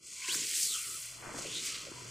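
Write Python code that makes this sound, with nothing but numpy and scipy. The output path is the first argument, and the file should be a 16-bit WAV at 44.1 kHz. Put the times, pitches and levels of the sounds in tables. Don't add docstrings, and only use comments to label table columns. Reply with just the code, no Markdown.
import sys
import numpy as np
from scipy import signal
from scipy.fft import rfft, irfft
from scipy.io import wavfile
from scipy.ndimage import uniform_filter1d

SR = 44100
rng = np.random.default_rng(int(sys.argv[2]) if len(sys.argv) > 2 else 0)


def to_wav(s):
    ch = np.atleast_2d(s).T
    pcm = np.round(np.clip(ch, -1, 1) * 32767)
    wavfile.write(sys.argv[1], SR, pcm.astype(np.int16))


N = 92610
TIME = np.arange(N) / SR
FREQS = np.fft.rfftfreq(N, 1 / SR)

# time in seconds, level in dB.
HISS_LEVEL = [(0,-62.5),(.07,-48.5),(.18,-45.5),(.27,-42.5),(.3,-37),(.34,-39.5),(.39,-38),(.51,-40),(.55,-36),(.63,-32.5),(.665,-34.5),(.69,-39.5),(.78,-38),(.84,-44.5),(1.01,-47.5),(1.13,-49),(1.22,-56),(1.36,-49.5),(1.39,-42),(1.45,-46),(1.6,-43),(1.67,-38.5),(1.76,-46),(1.9,-53.5),(2.1,-50.5)]
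FIZZ_LEVEL = [(.1,-86),(.27,-50.5),(.335,-36.5),(.39,-47.5),(.52,-39.5),(.63,-33),(.72,-41),(1.02,-45.5),(1.25,-62),(1.58,-70),(1.66,-42.5),(1.85,-89)]
RASP_LEVEL = [(0,-67.5),(.08,-56.5),(.19,-51),(.23,-45.5),(.33,-39.5),(.49,-43.5),(.56,-39),(.64,-44.5),(.72,-50.5),(.82,-47),(1.1,-51.5),(1.3,-61.5),(1.4,-49),(1.59,-47.5),(1.68,-40),(1.8,-45.5),(1.9,-52.5),(2.1,-55)]
SCUFF_LEVEL = [(.9,-68),(1.19,-57),(1.235,-48),(1.39,-47.5),(1.44,-52.5),(1.6,-61.5),(1.85,-57.5)]
WEIGHT_LEVEL = [(0,-68),(.26,-74),(.3,-56.5),(.36,-52.5),(.46,-58.5),(.51,-64.5),(.6,-62.5),(.72,-63.5),(.82,-74.5),(.9,-64),(1.08,-83),(1.22,-57),(1.36,-50.5),(1.5,-54),(1.62,-55),(1.8,-62.5),(1.88,-58.5),(2.1,-58)]
AIR_LEVEL = [(0,-71.5),(.85,-61.5),(1.2,-62),(2,-60.5)]
HUM_LEVEL = [(.75,-87),(.89,-66.5),(1.2,-63.5),(1.58,-74),(1.95,-59.5),(2.04,-54.5)]
# frequency in Hz, relative gain in dB.
HISS_EQ = [(1600,-61),(3300,-11),(4400,-5.5),(5600,-2.5),(6800,2),(8000,1),(9200,-5.5),(10500,-12.5),(15500,-30)]
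FIZZ_EQ = [(5000,-61),(7500,2),(9000,0.5),(11000,-8),(14500,-13),(15500,-12.5)]
RASP_EQ = [(700,-101),(1100,-23.5),(1600,-8.5),(2000,-2.5),(2800,-0.5),(3600,-2),(4400,-0.5),(5800,-3),(9000,-24)]
SCUFF_EQ = [(100,-1),(400,-12.5),(700,2.5),(1000,0),(1450,-1),(2100,-4),(3200,-17),(8000,-73)]
WEIGHT_EQ = [(20,-19),(70,-27),(130,0.5),(240,-5),(350,1),(500,-4),(660,-23.5),(900,-24),(2500,-46)]
AIR_EQ = [(20,-20),(60,6),(220,-7),(420,-7),(720,-14),(1050,-5),(1500,-3),(2200,-1.5),(8000,-8),(12000,-55)]
RIB_EQ = [(800,-25),(1150,2.5)]
# frequency in Hz, extra side gain in dB.
SIDE_EQ = [(40,-11.5),(250,-2.5),(600,4),(3000,-1),(6500,-15.5),(8600,17),(10500,-18.5)]
# middle and half length in seconds, level in dB, pitch and width in Hz.
HOLLOW_RUBS = [(0.303,0.13,-56,1044,186),(0.305,0.067,-50.5,1570,260),(0.206,.04,-54.5,2230,350),(0.227,0.0075,-42.5,2320,500),(0.25,0.011,-42.5,2780,970),(0.41,0.012,-39.5,6970,850),(1.76,0.13,-59.5,1244,318),(1.992,0.063,-55.5,980,83.33)]
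# time in seconds, rib rate in Hz, level in dB ahead of RIB_EQ.
KICK_SLIDE = [(.281,1800,-53),(.293,2850,-39),(.313,3200,-40),(.325,4100,-37),(.331,4350,-43),(.346,5600,-39.5),(.361,7300,-41)]
STRETCH_SLIDE = [(.62,5000,-43),(.68,4500,-43),(.745,3217,-45.5),(.78,2860,-48),(.86,2000,-60)]
RETURN_SLIDE = [(1.43,2402,-61),(1.47,2901,-52),(1.53,3450,-47.5),(1.563,3830,-42),(1.588,3800,-42.5),(1.602,3650,-49)]
SLOW_DRAG = [(0.708,1248,-64),(.76,1350,-50.5),(.82,1365,-60),(0.961,1270,-58.5)]
# width as a share of the pitch, octave gain in dB.
ZIP_TIMBRES = [(.1,-11),(.25,-11),(.27,-15)]
# start in seconds, level in dB, pitch in Hz.
MAT_BUMPS = [(.286,-40,370),(.355,-44,335),(.417,-43,300),(1.299,-44,300),(1.348,-39,270),(1.369,-38.5,300),(1.449,-39.5,560),(1.457,-37,400),(1.868,-41,556),(1.884,-43,520),(1.915,-39,340)]
# middle in seconds, level in dB, pitch in Hz.
SHORT_PULSES = [(.3465,-27,1750),(.602,-26,7640),(1.26,-36,1150),(1.296,-36,950),(1.3445,-37,700),(1.388,-35,620),(1.923,-40,1180)]
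# centre and width in Hz, threshold in dB per Hz.
SUPPRESSOR_BANDS = [(860,130,-90),(1200,450,-100),(1740,110,-85),(3780,90,-79)]


def amp(db):
    return 10 ** (np.asarray(db) / 20)


def unit(x):
    return x / np.sqrt(np.mean(x ** 2) + 1e-20)


def curve(rows, column=1):
    rows = np.array(rows, float)
    return np.interp(TIME, rows[:, 0], rows[:, column])


def wander(hz):
    return unit(irfft(rfft(rng.standard_normal(N)) * np.exp(-(FREQS / hz) ** 2), N))


def equalise(x, eq, gain_db=0):
    return irfft(rfft(x) * amp(gain_db + np.interp(FREQS, *np.transpose(eq))), N)


def colour(x, eq, hollow_hz=796, hollow_width_hz=137, hollow_db=-5.5):
    hz, db = np.transpose(eq)
    tone_db = np.interp(np.log(FREQS + 1), np.log(hz), db)
    dip_db = hollow_db * np.exp(-((FREQS - hollow_hz) / hollow_width_hz) ** 2)
    return unit(irfft(rfft(x) * amp(tone_db + dip_db), N))


def spread(pair, side_db, lean_db):
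    mid, side = pair[0], equalise(pair[1], SIDE_EQ, side_db)
    lean = amp(lean_db / 2)
    return np.array([(mid + side) * lean, (mid - side) / lean])


def friction(eq, per_s, size_db, flutter_db, flutter_hz, side_db, lean_db):
    sizes = amp(size_db * np.minimum(rng.exponential(1, (2, N)), 5))
    slips = rng.standard_normal((2, N)) * sizes * (rng.random((2, N)) < per_s / SR)
    clumps = amp(flutter_db * wander(flutter_hz))
    return spread(colour(slips * clumps, eq), side_db, lean_db)


def cloth():
    hiss = friction(HISS_EQ, per_s=16000, size_db=-2.5, flutter_db=1.2, flutter_hz=57,
                    side_db=-22.5, lean_db=0.7)
    fizz = friction(FIZZ_EQ, per_s=9900, size_db=1.5, flutter_db=0.5, flutter_hz=121,
                    side_db=-38, lean_db=0.7)
    rasp = friction(RASP_EQ, per_s=14000, size_db=1.8, flutter_db=1, flutter_hz=68,
                    side_db=-20.5, lean_db=-0.5)
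    return hiss * amp(curve(HISS_LEVEL)) + fizz * amp(curve(FIZZ_LEVEL)) + rasp * amp(curve(RASP_LEVEL))


def body():
    scuff = friction(SCUFF_EQ, per_s=4000, size_db=-1, flutter_db=0.45, flutter_hz=68.5,
                     side_db=-11.5, lean_db=1)
    weight = friction(WEIGHT_EQ, per_s=1800, size_db=2.4, flutter_db=1, flutter_hz=40.2,
                      side_db=-4.5, lean_db=1)
    return scuff * amp(curve(SCUFF_LEVEL)) + weight * amp(curve(WEIGHT_LEVEL))


def garden(hum_hz=121, waver_db=-0.5):
    air = spread(colour(rng.standard_normal((2, N)), AIR_EQ), side_db=2, lean_db=3.5)
    phase = 2 * np.pi * hum_hz * TIME + 0.97 * wander(hz=22)
    hum = unit(np.sin(phase) * amp(waver_db * np.tanh(wander(hz=25))))
    return air * amp(curve(AIR_LEVEL)) + hum * amp(curve(HUM_LEVEL))


def rubs():
    out = 0
    for middle_s, half_s, db, hz, width_hz in HOLLOW_RUBS:
        band = 1 / (1 + (2 * (FREQS - hz) / width_hz) ** 4)
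        rub = unit(irfft(rfft(rng.standard_normal(N)) * band, N))
        out += rub * amp(db) * np.exp(-((TIME - middle_s) / half_s) ** 2)
    return out


def rib_zip(slide, width, octave_db, grip_db=1.2, grip_hz=190, fade_s=0.018):
    rib_hz = curve(slide) * (1 + 0.01464 * wander(hz=91.7))
    ribs_passed = np.cumsum(rib_hz) / SR
    rib_grid = np.arange(N) / 4
    pole = np.exp(-np.pi * width / 4)
    whistle = 0
    for harmonic, db in ((1, 0.02), (2, octave_db)):
        noise = rng.standard_normal(N) + 1j * rng.standard_normal(N)
        sway = signal.lfilter([1], np.poly([pole ** harmonic] * 2), noise)
        sway /= (abs(sway) + 1e-9) ** 0.25
        carrier = np.exp(2j * np.pi * harmonic * ribs_passed)
        whistle += amp(db) * unit((np.interp(ribs_passed, rib_grid, sway) * carrier).real)
    whistle = unit(whistle * amp(grip_db * wander(grip_hz)))
    outside_s = np.maximum(slide[0][0] - TIME, 0) + np.maximum(TIME - slide[-1][0], 0)
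    return whistle * amp(curve(slide, column=2)) * np.exp(-outside_s / fade_s)


def slides():
    moves = (KICK_SLIDE, STRETCH_SLIDE, RETURN_SLIDE)
    zips = sum(rib_zip(slide, *timbre) for slide, timbre in zip(moves, ZIP_TIMBRES))
    drag = rib_zip(SLOW_DRAG, width=0.17, octave_db=-16)
    return equalise(zips + drag, RIB_EQ)


def bumps(rise_s=0.002, fall_s=0.0046):
    out = 0
    for start_s, db, hz in MAT_BUMPS:
        age = np.maximum(TIME - start_s, 0)
        envelope = np.minimum(age / rise_s, 1) * np.exp(-np.maximum(age - rise_s, 0) / fall_s)
        out += amp(db) * envelope * np.sin(2 * np.pi * hz * age)
    return out


def pulses(half_length_cycles=0.71):
    out = 0
    for middle_s, db, hz in SHORT_PULSES:
        cycles = (TIME - middle_s) * hz
        out += amp(db) * np.exp(-(cycles / half_length_cycles) ** 2) * np.sin(2 * np.pi * cycles)
    return out


def suppress(x):
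    frames = dict(fs=SR, nperseg=1024, noverlap=768, scaling="psd")
    f, _, spectra = signal.stft(x, **frames)
    power = 2 * np.mean(abs(spectra) ** 2, axis=0)
    power = uniform_filter1d(power, size=7, axis=0)
    power = uniform_filter1d(power, size=5, axis=1)
    threshold = sum(amp(db) ** 2 * np.exp(-((f - hz) / width) ** 2) for hz, width, db in SUPPRESSOR_BANDS)
    gain = 1 / (1 + threshold[:, None] / (abs(power) + 1e-20))
    return signal.istft(spectra * gain, **frames)[1][:, :N]


def scene():
    return cloth() + slides() + rubs() + body() + bumps() + pulses() + garden()


def record(dry, fade_s=0.0375, cutoff_hz=15450):
    fade = np.minimum(0.5 + 0.5 * TIME / fade_s, 1)
    lowpass = signal.firwin(511, cutoff_hz, window=("kaiser", 9), fs=SR)
    return signal.oaconvolve(suppress(dry * fade), lowpass[None], "same")


dry = scene()
out = record(dry)
to_wav(out)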